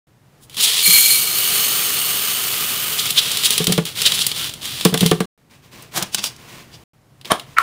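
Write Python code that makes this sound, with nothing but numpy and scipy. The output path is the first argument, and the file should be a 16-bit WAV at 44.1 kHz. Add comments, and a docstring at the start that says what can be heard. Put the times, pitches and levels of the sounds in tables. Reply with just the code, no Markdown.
"""Scent beads slide to a plastic bottle's neck and pour into a glass jar on a stone counter, close to a phone.
The bare glass rings until the growing heap smothers it; the last beads are shaken and thumped out.
After a short silence a second bottle is handled and its wrap torn. After another, its cap is
pulled off and set down. Beads, scuffs and tears are random impacts sent through filters and resonances;
the hollow bottle is a set of fading tones, and the kitchen adds a short echo and a low rumble."""
import sys
import numpy as np
from scipy import signal
from scipy.io import wavfile
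from scipy.ndimage import uniform_filter1d

SR = 44100
rng = np.random.default_rng(int(sys.argv[2]) if len(sys.argv) > 2 else 0)


def put_to_file(sound):
    """Save the sound as 16-bit audio at rate SR, in the file named by the first command-line argument."""
    columns = np.atleast_2d(sound).T  # one column per channel
    safe = np.clip(columns, -1, 1)
    whole_steps = np.round(safe * 32767)
    wavfile.write(sys.argv[1], SR, whole_steps.astype(np.int16))


N = 336042
T = np.arange(N) / SR

# All levels in dB are relative. A colour is a table of how strongly each frequency comes through.
# colour of beads striking the plastic bottle: (f/Hz, level/dB)
BOTTLE_COLOUR = [(88, -41), (150, -8.5), (352, -17), (428, -11), (572, -20.5), (1150, -14.5), (1660, -20.5),
                 (1760, -13.5), (2550, -9), (3280, -0.5), (6350, -12), (9920, -9.5), (12300, -17),
                 (14600, -16), (15500, -13)]
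# colour of beads landing on the heap: (f/Hz, level/dB)
HEAP_COLOUR = [(59, -41), (100, -11.5), (243, -11), (300, -17.5), (386, -9.5), (552, -14.5), (956, -13.5),
               (1210, -6.5), (1690, -9.5), (2990, -2), (6000, -9), (9150, -6.5), (12600, -8), (14500, -2),
               (15500, -6.5)]
# stretches of silence: (start/s, end/s)
SILENT_SPANS = [(0, .07), (5.256, 5.378), (6.838, 6.935)]


def amp(db):
    """Turns decibels into a gain."""
    return np.exp(np.asarray(db) * np.log(10) / 20)


def unit(x):
    """Scales a sound to an rms of 1."""
    return x / np.sqrt(np.mean(x ** 2) + 1e-20)


def level(rows, fade=.02):
    """Gain along a (t/s, level/dB) curve, fading out beyond its ends."""
    s, db = np.transpose(rows)
    fades = np.interp(T, [s[0] - fade, s[0], s[-1], s[-1] + fade], [0, 1, 1, 0])
    return amp(np.interp(T, s, db)) * fades


def add(mix, s, sound):
    """Mixes a sound in at a time in seconds."""
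    part = mix[max(round(s * SR), 0):][:len(sound)]
    part += sound[:len(part)]


def colour(x, points, bright_db=0):
    """Causal filter of unit energy; brightness lifts the part above 6 kHz and lowers the part below."""
    hz = np.fft.rfftfreq(2048, 1 / SR) + 1  # keeps the logarithm finite
    f, db = np.transpose(points)
    db = np.interp(np.log(hz), np.log(f + 1), db)
    db = db + bright_db * np.tanh(2 * np.log(hz / 6000))
    both_sides = np.r_[db, db[-2:0:-1]]
    log_gain = np.log(amp(np.maximum(both_sides, -100)))
    # minimum phase: the filter answers at once, without an echo ahead of the hit
    taps = np.fft.ifft(np.exp(np.conj(signal.hilbert(log_gain)))).real
    return signal.oaconvolve(x, taps / np.linalg.norm(taps))[:len(x)]


def patter(per_s, spread_db, size=N):
    """Random tiny impacts, most small and a few large, at an rms of 1."""
    hit = rng.random(size) < per_s / SR
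    strength = amp(spread_db * np.minimum(rng.exponential(1, size), 4))
    return unit(hit * strength * rng.choice([-1, 1], size))


def clumping(depth_db, span):
    """Gain that wanders, with a new random level every span seconds, as grains arrive in bunches."""
    wander = rng.standard_normal(size=8000)
    return unit(np.interp(T, np.arange(len(wander)) * span, amp(depth_db * wander)))


def ring(x, resonances):
    """Impacts ring a set of (f/Hz, width/Hz, level/dB) resonances; a narrow one rings longer."""
    t = np.arange(SR // 6) / SR
    taps = 0
    for hz, width, db in resonances:
        taps = taps + amp(db) * width * np.exp(-np.pi * width * t) * np.cos(2 * np.pi * hz * t)
    return signal.oaconvolve(x, taps / np.linalg.norm(taps))[:len(x)]


def bursts(rows, points, per_s, spread_db):
    """Swells of many small impacts, each rising and dying smoothly around its time."""
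    out = np.zeros(N)
    for s, db, half, bright_db in rows:
        t = np.arange(-3 * half, 4 * half, 1 / SR)
        swell = 1 / np.cosh(t / half) ** 1.37
        impacts = swell * patter(per_s, spread_db, size=len(t))
        add(out, s - 3 * half, amp(db) * colour(impacts, points, bright_db))
    return out


def clicks(rows, points, decay_s, tail_db, tail_s):
    """Sharp hits, each a tight volley of impacts and a weaker scatter after it."""
    out, t = np.zeros(N), np.arange(SR // 8) / SR
    fading = np.exp(-t / decay_s) + amp(tail_db) * np.exp(-t / tail_s)
    shape = (1 - np.exp(-t / 0.00072)) * fading
    for s, db, bright_db in rows:
        hit = colour(shape * patter(14000, 2.12, size=len(t)), points, bright_db)
        add(out, s, amp(db) * hit / abs(hit).max())
    return out


def strokes(rows, rise_s, sag_db_per_s, release_s):
    """Gain of a series of movements: each rises, sags from its start on, and dies away after its end."""
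    power = np.zeros(N)
    for start, end, db in rows:
        t = np.maximum(T - start, 0)
        rise = 1 - np.exp(-t / rise_s)
        release = np.exp(-np.maximum(T - end, 0) / release_s)
        power += (amp(db + sag_db_per_s * t) * rise * release) ** 2
    return np.sqrt(power)


def stream():
    """Falling beads ring the bare base, then the walls, and as the heap deepens only patter on it."""
    # flow of beads into the jar, thinning to a dribble: (t/s, level/dB)
    flow_curve = [(.83, -10), (.866, 0), (1.15, 0), (1.27, -1.5), (1.43, 0), (1.56, 3), (1.7, 1),
                  (2.95, -1), (3.13, -9), (3.55, -11)]
    # the jar's bare base: (f/Hz, width/Hz, level/dB)
    base_modes = [(2280, 22, -7.5), (2310, 14, 2), (2930, 26, -9.5), (3210, 60, -10.5), (4234, 14, 2.5),
                  (4250, 14, -1), (4530, 16, -4), (6440, 32, -14), (6830, 90, -10), (7600, 100, -10.5),
                  (8540, 23, -10.5), (8800, 24, 0.5), (9140, 30, -3), (10030, 43, -2.5), (11060, 25, -2.5),
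                  (11420, 46, -9), (11800, 60, -13), (12850, 120, -10), (14140, 31, 2), (14210, 45, -6),
                  (14600, 28, -7.5), (15400, 120, -14)]
    # the jar's walls above the heap: (f/Hz, width/Hz, level/dB)
    wall_modes = [(2930, 30, -2.5), (3040, 73, -6.5), (4310, 23, -2.5), (4400, 28, -0.5), (4480, 19, -2.5),
                  (6450, 32, -1), (8540, 28, -6), (8800, 37, -3.5), (8870, 35, 3), (10850, 120, -5.5),
                  (11400, 60, -1.5), (13660, 41, -2.5), (14200, 110, -2.5), (15200, 90, -5.5)]
    # the air in the jar's mouth: (f/Hz, width/Hz, level/dB)
    air_modes = [(416.5, 60, -5), (704, 84, -9), (1218, 82, 0.5), (2980, 230, 3)]
    # colour of a bead's tick on bare glass: (f/Hz, level/dB)
    glass_colour = [(200, -31.5), (1500, -20.5), (2500, -1.5), (4000, 2.5), (5500, -4), (9000, -4.5),
                    (12300, -5), (15000, -7.5)]

    flow = level(flow_curve, fade=0.035)
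    depth = 2.92 * np.cumsum(flow) / SR  # in cm; the heap rises 2.92 cm per s at a flow of 0 dB
    covered = (1 + np.tanh((depth - 1.06) / .18)) / 2  # its foot spreads over the base around 1.06 cm
    heap = amp(-20.5 - 2 * (1 - covered))  # 2 dB weaker while the base is bare
    base = amp(-9.8 - 8.5 * covered - 5.5 * depth)  # a step down once covered, and 5.5 dB less per cm
    glancing = 1 - np.exp(-depth / .6)  # beads glance off the heap onto the walls
    smothering = np.exp(-(depth / 5.0) ** 2)  # a deep heap smothers the walls
    wall = amp(-20.5) * glancing * smothering

    beads = patter(12000, 2.0) * clumping(1.5, 0.0037)
    hard_hits = patter(1100, 3.2) * clumping(1.8, .012)
    wall_hits = patter(1500, 3.2) * clumping(2.5, .02)
    on_heap = colour(beads, HEAP_COLOUR) + amp(-12.0) * ring(patter(5000, 2.2), air_modes)
    on_base = amp(0.14) * ring(hard_hits, base_modes) + amp(-6) * colour(beads, glass_colour)
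    on_glass = base * on_base + wall * ring(wall_hits, wall_modes)
    # stiff glass radiates little bass
    on_glass = signal.lfilter(*signal.butter(2, 1400, "high", fs=SR), on_glass)
    return flow * (heap * on_heap + on_glass)


def bottle_beads():
    """Beads slide to the neck like an avalanche, then surge, clack and roll; stragglers drop on the heap."""
    # the first slide: (full speed at t/s, end/s, level/dB, growth/dB per s)
    slide = (0.64, 0.82, -16, 331)
    # tilts and shakes that set the beads rolling: (start/s, end/s, level/dB)
    shakes = [(.5, .56, -44), (.565, .6, -22.5), (2.97, 3.1, -23.5), (3.14, 3.625, -22.2),
              (3.67, 3.735, -26.5), (3.85, 3.868, -24.5), (3.95, 4.25, -22.5), (4.27, 4.3, -26.5),
              (4.34, 4.465, -24), (4.61, 4.88, -28), (4.97, 5.085, -26)]
    # a few beads that keep rolling: (start/s, end/s, level/dB)
    strays = [(3.698, 5.2, -40)]
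    # masses of beads thrown against the shoulder: (t/s, level/dB, half length/s, brightness/dB)
    surges = [(.437, -46.5, .014, 10.5), (.611, -15.5, 0.0075, 4), (.64, -12.5, 0.016, 6.5),
              (2.996, -16.5, 0.0083, 3.5), (3.185, -9.5, 0.0095, -1), (3.458, -10.5, .012, 5),
              (3.53, -19.5, 0.017, 4), (4.067, -9, 0.0098, -2), (4.15, -19.5, 0.011, 5),
              (4.215, -16.5, .011, 2.5)]
    # colour of such a mass against the plastic: (f/Hz, level/dB)
    surge_colour = [(240, -50), (400, -21), (643, -31), (2290, -15.5), (2880, -2.5), (3510, 0.5),
                    (6190, -12.5), (10600, -14.5), (11900, -25.5), (14400, -19), (15500, -20)]
    # clumps of beads striking the plastic: (t/s, peak level/dB, brightness/dB)
    clacks = [(.4963, -28, -0.5), (.544, -22, 0.5), (.5681, -14, -0.5), (3.056, -7, 0), (3.1048, 1, 4),
              (3.3154, -4, 3), (3.3711, -1, 3), (3.4346, -5, -1), (3.505, 3.5, 4), (3.5788, 3, 2.5),
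              (3.6416, -3, 3), (3.6692, 5, 1.5), (3.7221, 2, 1), (3.7774, -6, -1.5), (3.8528, -7.5, 3.5),
              (4.0174, 0, 1), (4.061, 1, 0), (4.1195, -1.5, -2.5), (4.1899, -5.5, 0), (4.2656, 3, 5),
              (4.3151, -6, -3), (4.4932, -13, -1), (4.5371, -15.5, 1), (4.6543, -10.5, 1), (4.81, -9, -3),
              (4.85, 3, 2), (4.9405, -1, 1), (4.9748, -6, 1), (5.007, -1, 2), (5.0612, 0, 1),
              (5.1123, -.5, 1), (5.2036, -8, 1)]
    settle_s = 0.032  # how quickly the beads come to rest

    rattle = patter(7500, 2.8) * clumping(1.6, 0.0044)
    rattling = colour(rattle, BOTTLE_COLOUR, bright_db=-0.1)
    full, end, slide_db, growth_db_per_s = slide
    growing = amp(slide_db - growth_db_per_s * np.maximum(full - T, 0))
    avalanche = growing * np.exp(-np.maximum(T - end, 0) / settle_s)
    # the full bottle hardly booms
    sliding = avalanche * signal.lfilter(*signal.butter(1, 1100, "high", fs=SR), rattling)

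    dropping = colour(patter(2500, 4.1), HEAP_COLOUR, bright_db=-3.5)
    ticking = colour(patter(900, 2.5), surge_colour)  # single beads bounce on the wall as they roll
    rolling = strokes(shakes + strays, rise_s=0.012, sag_db_per_s=-4, release_s=settle_s)
    shaking = (amp(-2) * rattling + amp(-5) * dropping + amp(-5.5) * ticking) * rolling
    surging = bursts(surges, surge_colour, per_s=12000, spread_db=1.5)
    clacking = clicks(clacks, BOTTLE_COLOUR, decay_s=.0029, tail_db=-18.5, tail_s=0.029)
    return sliding + shaking + amp(0.95) * surging + amp(-.5) * clacking


def thumps():
    """Each blow smacks and rings the hollow bottle, damped by the grip; a soft contact favours the low modes."""
    # blows of the hand that shake the bottle: (t/s, level/dB, contact time/s)
    blows = [(.878, -22.5, 0.0055), (3.603, -9, .0016), (3.677, -10.5, .003), (3.694, -10, .0024),
             (3.719, -12.5, 0.0027), (3.779, -4.5, .0008), (4.852, .5, .0008), (4.926, -11.5, 0.0025),
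             (4.942, -5, .0007), (5.012, -10, .0037), (5.027, -1.5, .004), (5.055, -6, 0.0057),
             (5.115, -1.5, .0009), (5.204, -7, .0007)]
    # the hollow bottle's modes: (f/Hz, level/dB, time to fall 60 dB when not gripped/s)
    bottle_modes = [(130.5, -9.5, 0.092), (174.6, -3, 0.22), (205, -6, .08), (246, -5.5, 0.074),
                    (356, -6.5, 0.068), (433.7, -5, 0.13), (500, -9, 0.063), (592, -18.5, 0.081),
                    (720, -16, 0.13), (860, -21.5, .09), (1044, -18, 0.088), (1153, -11.5, 0.11),
                    (1410, -18.5, .09), (1630, -17, .07), (2090, -16, 0.051)]
    # colour of the smack of a hard blow on the wall: (f/Hz, level/dB)
    smack_colour = [(30, -26), (70, -14.5), (150, -4), (400, -1.5), (700, -6), (1300, -9.5), (2200, -10.5),
                    (3500, -17.5), (8000, -36.5), (15000, -44)]

    out, t = np.zeros(N), np.arange(SR // 3) / SR
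    hz, db, t60 = np.transpose(bottle_modes)[:, :, None]
    t60 = .55 * t60  # share of the ring time that the grip leaves
    for s, blow_db, contact in blows:
        detune = 1 + 0.023 * rng.standard_normal(hz.shape)
        build_up = 1 - np.exp(-t * hz / 0.89)  # a mode swells over about its first cycle
        tones = np.sin(2 * np.pi * (hz * detune * t + rng.random(hz.shape)))
        modes = amp(db - 60 * t / t60) * build_up * tones
        thud = (modes / (1 + (hz * contact) ** 2)).sum(0)
        smack_shape = (1 - np.exp(-t / 0.0023)) * np.exp(-t / .009)
        smack = colour(rng.standard_normal(len(t)) * smack_shape, smack_colour)
        hardness = 1 / (1 + contact / .002)
        blow = amp(-1) * thud / abs(thud).max() + amp(-5.0) * hardness * smack
        add(out, s, amp(blow_db) * blow)
    return out


def handling():
    """Skin scuffs and rubs on plastic; the wrap snaps, its rips ring the bottle's shoulder, the cap clicks."""
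    # strokes of the hand over the second bottle and its cap: (start/s, end/s, level/dB)
    rubs = [(5.495, 5.55, -48.5), (5.62, 5.66, -49.5), (5.71, 5.84, -41.5), (5.91, 6.07, -39),
            (6.18, 6.31, -41), (6.37, 6.61, -44.5), (6.47, 6.61, -41), (6.68, 6.83, -53),
            (7.245, 7.275, -36), (7.31, 7.41, -45), (7.46, 7.55, -49)]
    # colour of the rubbing skin: (f/Hz, level/dB)
    skin_colour = [(120, -26), (200, -1), (812, -10.5), (1050, -4), (1210, -10), (2470, -6.5), (8660, -17),
                   (12500, -23), (15500, -16.5)]
    # scuffs of the palm as it takes hold: (t/s, level/dB, half length/s, brightness/dB)
    scuffs = [(5.976, -17, .015, 2.5), (6.025, -25, .013, -5.5)]
    # colour of the palm scuffing onto the bottle: (f/Hz, level/dB)
    palm_colour = [(59, -38), (100, -7), (181, -1), (281, -28), (326, -5.5), (411, -14), (742, -6),
                   (1840, -10.5), (2090, -14), (2320, -9), (2520, -14), (3250, -8.5), (15500, -22.5)]
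    # rips of the wrap: (t/s, level/dB, half length/s, brightness/dB)
    rips = [(6.138, -30.5, 0.0083, 0.5), (6.189, -26, .012, -4.5), (6.256, -23, .018, 1),
            (6.745, -42, 0.014, -3.5)]
    # snaps of the wrap: (t/s, peak level/dB, brightness/dB)
    snaps = [(5.8232, -24, 9), (6.0247, -4.5, 2), (6.1455, 0, 1), (6.1836, -13, -3), (6.2395, -3, 0.5),
             (6.3627, -30, 1)]
    # colour of the wrap: (f/Hz, level/dB)
    wrap_colour = [(120, -36), (200, -4), (288, -17), (365, -13.5), (618, -11.5), (1110, -11),
                   (1710, -14.5), (2850, -3.5), (4260, -5), (4840, -5), (10200, -9), (12000, -18.5),
                   (15500, -11.5)]
    # the full bottle's shoulder under the wrap: (f/Hz, width/Hz, level/dB)
    shoulder_modes = [(3460, 90, -3), (4510, 60, -6), (4800, 45, 3), (4890, 45, 0), (5560, 77, -3)]
    # the cap working loose and leaving the neck: (t/s, peak level/dB, brightness/dB)
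    cap_clicks = [(7.2122, -27.5, -3), (7.247, -24, -6), (7.2536, -19, -4.5), (7.3961, -17.5, -3)]

    stroking = strokes(rubs, rise_s=0.011, sag_db_per_s=-13, release_s=0.042)
    rubbing = colour(patter(9000, 2.6), skin_colour) * stroking
    scuffing = bursts(scuffs, palm_colour, per_s=6000, spread_db=3.5)
    ripping = bursts(rips, wrap_colour, per_s=5000, spread_db=2.5)
    snapping = clicks(snaps, wrap_colour, decay_s=0.0036, tail_db=-26, tail_s=0.017)
    shoulder = amp(-11) * ring(ripping, shoulder_modes)
    clicking = clicks(cap_clicks, BOTTLE_COLOUR, decay_s=0.0026, tail_db=-18, tail_s=.015)
    return rubbing + scuffing + ripping + snapping + shoulder + clicking


def cap(row, points, modes, knock_s, rise_s, scrape_band_hz):
    """A brief scrape that builds up, a hard knock, and the hollow cap ringing on."""
    s, knock_db, scrape_db, lead, ring_db, t60 = row
    t = np.arange(-lead, .3, 1 / SR)  # the knock falls at t = 0
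    after = np.maximum(t, 0)
    scrape_gain = amp(scrape_db) * np.minimum((t + lead) / rise_s, 1) ** 2
    shape = np.where(t < 0, scrape_gain, amp(ring_db - 60 * after / t60))
    chatter = rng.standard_normal(SR)
    hollow = ring(chatter, modes) + amp(-9) * colour(chatter, points)
    # a light touch rings only some of the modes
    scrape = signal.lfilter(*signal.butter(1, scrape_band_hz, "band", fs=SR), hollow)
    body = np.where(t < 0, unit(scrape)[-len(t):], unit(hollow)[-len(t):])
    knock = colour((t >= 0) * np.exp(-after / knock_s) * rng.standard_normal(len(t)), points)
    out = np.zeros(N)
    add(out, s - lead, shape * body + amp(knock_db) * knock / abs(knock).max())
    return out


def cap_off():
    """The cap is pulled off: it scrapes and knocks on the bottle, which colours its ring."""
    # the pull: (t/s, knock level/dB, scrape level/dB, scrape length/s, ring level/dB, ring t60/s)
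    pull = (7.318, 2.5, -12.5, .022, -14, 0.14)
    # colour of the knock: (f/Hz, level/dB)
    knock_colour = [(29, -41), (50, -16), (108, -6), (262, -2.5), (333, -6), (718, -1), (829, -9),
                    (1000, 2.5), (1830, -15.5), (2620, -24), (3100, -6), (4670, -24), (8110, -23),
                    (9360, -12.5), (15500, -39)]
    # resonances of the cap on the bottle: (f/Hz, width/Hz, level/dB)
    cap_modes = [(717, 210, 0.5), (910, 34, -8), (1090, 37, 7), (1200, 21, -9), (1570, 110, -6),
                 (2060, 65, -17), (3100, 31, -7), (3400, 24, -16)]
    return cap(pull, knock_colour, cap_modes, knock_s=0.0026, rise_s=0.014, scrape_band_hz=[200, 9000])


def cap_down():
    """The cap is set down: it scrapes, knocks and rings on the stone counter."""
    # the landing: (t/s, knock level/dB, scrape level/dB, scrape length/s, ring level/dB, ring t60/s)
    landing = (7.584, 5, -17, .021, -19, .7)
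    # colour of the knock: (f/Hz, level/dB)
    knock_colour = [(120, -60), (200, -31), (596, -23.5), (1350, 1), (1560, -8), (1840, -4), (2700, -20),
                    (3010, -15), (3680, -37), (4100, -30), (4920, -40), (8050, -27), (15500, -37)]
    # resonances of the cap on the counter: (f/Hz, width/Hz, level/dB)
    cap_modes = [(1116, 36, 5), (1356, 58, 2), (1630, 60, -6), (1820, 61, -5), (2170, 86, -9)]
    return cap(landing, knock_colour, cap_modes, knock_s=0.0019, rise_s=0.0068, scrape_band_hz=[1600, 2300])


def kitchen(x, t60, dull_hz):
    """A short, slightly dull tail of random echoes from counter and walls."""
    t = np.arange(SR // 2) / SR
    echoes = rng.standard_normal(len(t)) * (rng.random(len(t)) < .06)
    taps = echoes * amp(-60 * t / t60) * (t > .004)
    taps = signal.lfilter(*signal.butter(1, dull_hz, fs=SR), taps)
    return signal.oaconvolve(x, taps / np.linalg.norm(taps))[:N]


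def background():
    """The kitchen's low rumble is filtered noise; the phone's automatic gain raises it again after each silence."""
    # colour of the rumble: (f/Hz, level/dB)
    room_colour = [(25, -20.5), (75, -12.5), (133, -2), (190, -12.5), (400, -18.5), (800, -23),
                   (1600, -27.5), (4000, -34), (12000, -39.5), (15500, -40.5)]
    since = T  # seconds since the last silence
    for _, end in SILENT_SPANS:
        since = np.where(T >= end, T - end, since)
    quick_gain_db = 7.5 * (1 - np.exp(-(since / 0.32) ** 2))  # the gain rises quickly
    slow_gain_db = 1.44 * since  # and keeps creeping up
    return amp(-55.5 + quick_gain_db + slow_gain_db) * colour(rng.standard_normal(N), room_colour)


def scene():
    """All sources reach one microphone, with their echo, over the kitchen's low rumble."""
    near = stream() + bottle_beads() + thumps() + handling() + cap_off() + cap_down()
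    mono = near + amp(-17.5) * kitchen(near, t60=0.31, dull_hz=6000) + background()
    return np.array([mono, mono])


def record(dry):
    """The sound drops out briefly, peaks are clipped, and the treble is cut off at about 15650 Hz."""
    live = np.ones(N)
    for start, end in SILENT_SPANS:
        live[(T >= start) & (T < end)] = 0
    clipped = np.clip(dry * uniform_filter1d(live, size=130), -1, 1)  # short fades at the edges
    lowpass = signal.firwin(401, 15650, window=("kaiser", 8), fs=SR)
    return signal.oaconvolve(clipped, lowpass[None], "same")


dry = scene()
out = record(dry)
put_to_file(out)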